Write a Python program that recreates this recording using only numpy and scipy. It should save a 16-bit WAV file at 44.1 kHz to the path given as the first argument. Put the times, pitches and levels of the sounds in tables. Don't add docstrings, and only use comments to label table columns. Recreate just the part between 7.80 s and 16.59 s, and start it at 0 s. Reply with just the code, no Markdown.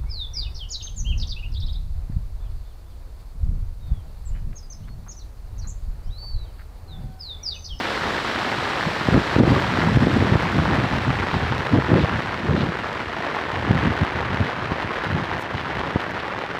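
import sys
import numpy as np
from scipy import signal
from scipy.fft import rfft, irfft, next_fast_len
from scipy.io import wavfile
from scipy.ndimage import uniform_filter1d, minimum_filter1d

SR = 44100
rng = np.random.default_rng(int(sys.argv[2]) if len(sys.argv) > 2 else 0)


def int16_out(signal):
    q = np.round(np.clip(np.atleast_2d(signal).T, -1, 1) * 32767)
    wavfile.write(sys.argv[1], SR, q.astype(np.int16))


N = 387638
TIME_S = np.arange(N) / SR

# time in seconds, relative level in dB.
RAIN_CURVE = [(0, -25.5), (1.2, -25), (1.9, -22.5), (2.2, -24), (2.95, -24), (3.8, -25.5), (4.35, -24.5),
              (4.6, -28), (5.25, -27), (5.55, -26.5), (6.07, -24.5), (6.9, -27), (7.25, -25.5),
              (7.58, -27.5), (8, -27), (8.79, -27)]
TREE_CURVE = [(0, -29), (2, -32), (3.2, -36), (4.2, -40), (6, -45.5), (8.79, -66)]
AIR_CURVE = [(0, -42), (1.15, -38.5), (1.8, -26), (3.75, -28.5), (4.4, -31.5), (5.35, -41.5), (5.75, -38),
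             (6.1, -31.5), (6.85, -35), (7.2, -45), (7.7, -37.5), (8.15, -33), (8.5, -40.5)]

# frequency in Hz, relative spectral density in dB.
ROAD_SPECTRUM = [(60, 3), (200, -7), (500, -2.5), (1000, -3.5), (1750, 0), (2400, -5), (4000, -16),
                 (5500, -25.5), (7200, -35.5), (10000, -41.5), (15500, -59)]
LEAF_SPECTRUM = [(100, 2.5), (230, 3.5), (500, 0), (1750, -1.5), (2300, -4.5), (4100, -5.5), (5000, -12),
                 (5700, -14.5), (6100, -20), (8000, -29), (9200, -31.5), (12000, -36), (15500, -39)]
FIZZ_SPECTRUM = [(5900, -35), (6600, 3), (8000, 3), (9300, -10), (12000, -13), (15500, -25)]
SPRAY_SPECTRUM = [(500, -20), (3000, 2), (7000, 3), (10000, -2), (15000, 0)]
DROP_SPECTRUM = [(60, -24.5), (160, -3.5), (350, 2), (600, -4), (950, -0.5), (1300, -3), (1800, -4.5),
                 (2300, -12.5), (3000, -12), (4100, -19), (6000, -30.5), (7200, -38.5), (10000, -47.5),
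                 (15500, -52.5)]

# centre in seconds, width in seconds, level in dB.
SHOE_SCUFFS = [(3.549, .081, -36), (4.208, .06, -35.5), (4.804, 0.076, -35.5), (7.22, 0.13, -45),
               (7.79, .06, -38), (8.4, .028, -40)]
# start in seconds, peak in dB.
SPRAY_TICKS = [(1.8033, -32), (2.7205, -32), (7.3228, -37), (8.3097, -33)]
# centre in seconds, width in seconds, level in dB.
WIND_GUSTS = [(1.078, 0.028, -22), (1.364, 0.082, -12.5), (1.611, 0.056, -7.5), (1.71, 0.16, -15),
              (2.03, 0.26, -21.5), (2.251, 0.12, -17.5), (2.418, 0.17, -17), (2.538, .06, -13.5),
              (2.788, 0.1, -18.5), (2.97, 0.18, -20), (3.15, 0.083, -21), (3.29, 0.065, -18.5),
              (3.554, 0.042, -16), (3.713, 0.019, -16), (3.961, 0.064, -11.5), (4.141, 0.084, -9.5),
              (4.216, .07, -17), (4.767, .28, -20), (5.976, 0.25, -21), (6.079, 0.073, -18.5),
              (6.223, 0.032, -17.5), (6.53, 0.07, -24), (7.056, 0.023, -21), (7.349, 0.16, -22.5),
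              (7.751, 0.026, -19.5)]
# centre in seconds, relative peak in dB, half-width in seconds.
WIND_BUFFETS = [(1.2875, -4, 0.00049), (1.3455, -1.5, .00061), (1.3639, -3.5, 0.0004),
                (1.5642, -2, 0.00053), (1.601, -1, 0.00076), (1.635, -1, 0.00054), (2.1723, 0, 0.00076),
                (2.271, 0, 0.00047), (2.555, -3, 0.00034), (5.9097, -4, .00072), (6.231, -10, 0.0016),
                (6.920, -10, 0.00067), (8.16, -6.5, 0.00062)]
# time in seconds, peak in dB, ring pitch in Hz.
FAT_DROP_HITS = [(2.855, -10, 985), (2.91, -9.5, 872), (3.135, -12, 896), (3.54, -11.5, 985),
                 (3.722, -8.5, 1070), (4.021, -11, 977), (5.566, -10, 821), (5.588, -11, 1860),
                 (7.106, -13.5, 1190), (8.006, -12.5, 651), (8.035, -15.5, 999), (8.637, -16.5, 721)]


def gain_of(db):
    return 10 ** (np.asarray(db) / 20)


def unit_rms(x):
    return x / np.sqrt(np.mean(x ** 2) + 1e-20)


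def spectrum_db(spectrum, hz):
    knots_hz, knots_db = np.transpose(spectrum)
    return np.interp(np.log(hz + 1), np.log(knots_hz + 1), knots_db)


def curve_db(curve):
    return np.interp(TIME_S, *np.transpose(curve))


def add(mix, start_s, sound):
    part = mix[max(round(start_s * SR), 0):][:len(sound)]
    part += sound[:len(part)]


def coloured(x, spectrum):
    size = next_fast_len(len(x))
    response = gain_of(spectrum_db(spectrum, np.fft.rfftfreq(size, 1 / SR)))
    return unit_rms(irfft(rfft(x, size) * response, size)[:len(x)])


def noise(spectrum, size=N):
    return coloured(rng.standard_normal(size), spectrum)


def wander(per_s, size=N):
    knots = rng.standard_normal(4096)
    return unit_rms(np.interp(np.arange(size) / SR * per_s, np.arange(len(knots)), knots))


def minimum_phase_pulse(db):
    log_gain = np.log(gain_of(np.r_[db, db[-2:0:-1]]))
    return irfft(np.exp(np.conj(signal.hilbert(log_gain)))[:len(db)])


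def wash(rain_db, road_db=-7.5, flicker_db=0.7, rustle_db=0.83, fizz_db=-26.5, fizz_flicker_db=2.0):
    road = noise(ROAD_SPECTRUM) * gain_of(rain_db + road_db + flicker_db * wander(120))
    hiss = noise(LEAF_SPECTRUM) * gain_of(rustle_db * wander(150))
    fizz = noise(FIZZ_SPECTRUM) * gain_of(fizz_db + fizz_flicker_db * wander(200))
    return road + (hiss + fizz) * gain_of(curve_db(TREE_CURVE))


def spray(per_s=45, faint_db=-60.5, spread_db=3.2, decay_s=0.0007, size=512):
    faint = [(when * N / SR, faint_db + spread_db * min(-np.log(1 - weight), 4))
             for when, weight in rng.random((int(per_s * N / SR), 2))]
    fade = np.exp(-np.arange(size) / SR / decay_s)
    out = np.zeros(N)
    for start_s, peak_db in list(SPRAY_TICKS) + faint:
        tick = noise(SPRAY_SPECTRUM, size) * fade
        add(out, start_s, gain_of(peak_db) * tick / abs(tick).max())
    return out


def swish(level_db=-43, peak_s=7.624, rise_s=0.02, fall_s=0.003):
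    cloth_spectrum = [(800, -6), (4500, 0), (9000, -8), (15000, -13)]
    out, t = np.zeros(N), np.arange(-SR // 8, SR // 32) / SR
    envelope = np.exp(-np.maximum(-t / rise_s, t / fall_s))
    add(out, peak_s + t[0], gain_of(level_db) * envelope * noise(cloth_spectrum, len(t)))
    return out


def scuffs(peak_hz=3200, grit_db=2.5, size=11000):
    sole_spectrum = [(100, -25), (peak_hz / 2, -7), (peak_hz, 0), (peak_hz * 1.25, -3),
                     (peak_hz * 2, -23), (peak_hz * 3, -41), (SR, -52)]
    out, t = np.zeros(N), (np.arange(size) - (size - 1) / 2) / SR
    for centre_s, width_s, db in SHOE_SCUFFS:
        envelope = np.cos(np.clip(t / width_s, -1, 1) * np.pi / 2) ** 2
        grit = rng.standard_normal(size) * gain_of(grit_db * wander(501, size))
        add(out, centre_s + t[0], gain_of(db) * envelope * coloured(grit, sole_spectrum))
    return out


def eddies(size, edge_hz, low_hz=76, knee_hz=170, steepness=4.6, flutter_db=5.5, steadying=0.98):
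    hz = np.geomspace(10, 20000, num=40)
    power_loss = (1 + (low_hz / hz) ** 6) * (1 + hz / knee_hz) * (1 + (hz / edge_hz) ** steepness)
    flow = noise(np.c_[hz, -10 * np.log10(power_loss)], size)
    local_rms = np.sqrt(abs(uniform_filter1d(flow ** 2, size=1200)) + 1e-9)
    flutter = gain_of(flutter_db * np.tanh(wander(110, size)))
    return unit_rms(flow / local_rms ** steadying * flutter)


def light_air(edge_hz=140, puff_db=3.5, puffs_per_s=18):
    return eddies(N, edge_hz) * gain_of(curve_db(AIR_CURVE) + puff_db * wander(puffs_per_s))


def gusts(ref_hz=205, ref_db=-19, ref_s=0.092, db_per_octave=11):
    out, t = np.zeros(N), np.arange(-SR // 4, SR // 4) / SR
    for centre_s, width_s, db in WIND_GUSTS:
        envelope = np.exp(-abs(2 * t / width_s) ** 3)
        edge_hz = ref_hz * 2 ** ((db - ref_db) / db_per_octave) * (width_s / ref_s) ** 0.25
        add(out, centre_s + t[0], gain_of(db) * envelope * eddies(len(t), edge_hz))
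    return out


def buffets(boost_db=1, leak_hz=75, size=2048):
    out, t = np.zeros(N), (np.arange(size) - size // 4) / SR
    leak = signal.butter(2, leak_hz, "highpass", fs=SR)
    for centre_s, db, half_width_s in WIND_BUFFETS:
        push = signal.lfilter(*leak, 1 / (1 + (t / half_width_s) ** 2))
        add(out, centre_s + t[0], gain_of(db + boost_db) * push / abs(push).max())
    return out


def drop(pitch_hz, ring_db=10, ring_octaves=0.33, tilt_db_per_octave=2,
         splash_energy=0.14, splash_s=0.0017, size=2048):
    hz, t = np.fft.rfftfreq(size, 1 / SR), np.arange(size) / SR
    resonance_db = ring_db * np.exp(-(np.log2((hz + 1) / pitch_hz) / ring_octaves) ** 2)
    tilt_db = tilt_db_per_octave * np.clip(rng.standard_normal(), -2, 2) * np.log2(1 + hz / pitch_hz)
    snap = minimum_phase_pulse(spectrum_db(DROP_SPECTRUM, hz) + resonance_db + tilt_db)
    splash = rng.standard_normal(size) * np.exp(-t / splash_s)
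    splash *= np.sqrt(splash_energy) / np.linalg.norm(splash)
    splash[0] += 1
    return signal.fftconvolve(snap, splash)[:size]


def fat_drops(lag_s=0.001, lowpass_hz=4200):
    out = np.zeros(N)
    softening = signal.butter(2, lowpass_hz, fs=SR)
    for time_s, peak_db, pitch_hz in FAT_DROP_HITS:
        hit = drop(pitch_hz, ring_db=8, ring_octaves=0.35, tilt_db_per_octave=0.6,
                   splash_energy=0.35, splash_s=0.002)
        hit = signal.lfilter(*softening, hit)
        add(out, time_s + lag_s, gain_of(peak_db) * hit / abs(hit).max())
    return out


def patter(rain_db, per_s=570, spread_db=4.0, low_hz=480, high_hz=2400, clump_db=0.67, offset_db=-2.0):
    drops = [unit_rms(drop(hz)) for hz in np.geomspace(low_hz, high_hz, num=160)]
    clumps = gain_of(clump_db * np.tanh(wander(90)))
    out = np.zeros(N)
    for when, pick, weight in rng.random((int(per_s * N / SR), 3)):
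        size_db = spread_db * min(-np.log(1 - weight), 2.3)
        add(out, when * N / SR, gain_of(size_db) * drops[int(pick * len(drops))])
    return unit_rms(out * clumps) * gain_of(rain_db + offset_db)


def scene(surge_db=0.33, surges_per_s=7):
    rain_db = curve_db(RAIN_CURVE) + surge_db * wander(surges_per_s)
    rain = patter(rain_db) + fat_drops() + wash(rain_db) + spray()
    movement = scuffs() + swish()
    wind = light_air() + gusts() + buffets()
    return (rain + movement + wind)[None]


def record(dry, low_cut_hz=56, ceiling_db=-3.5, recovery_db_per_s=90, high_cut_hz=15550):
    size = 2 * next_fast_len(N)
    hz = np.fft.rfftfreq(size, 1 / SR)
    heard = irfft(rfft(dry, size) / np.sqrt(1 + (low_cut_hz / (hz + 1)) ** 6))[:, :N]
    over_db = np.maximum(20 * np.log10(abs(heard[0]) + 1e-9) - ceiling_db, 0)
    recovery_db = TIME_S * recovery_db_per_s
    held_db = np.maximum.accumulate(over_db + recovery_db) - recovery_db
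    duck_db = uniform_filter1d(minimum_filter1d(-held_db, size=90), size=90)
    lowpass = signal.firwin(1023, high_cut_hz, window=("kaiser", 9), fs=SR)
    return signal.oaconvolve(heard * gain_of(duck_db), lowpass[None], "same")


dry = scene()
out = record(dry)
int16_out(out)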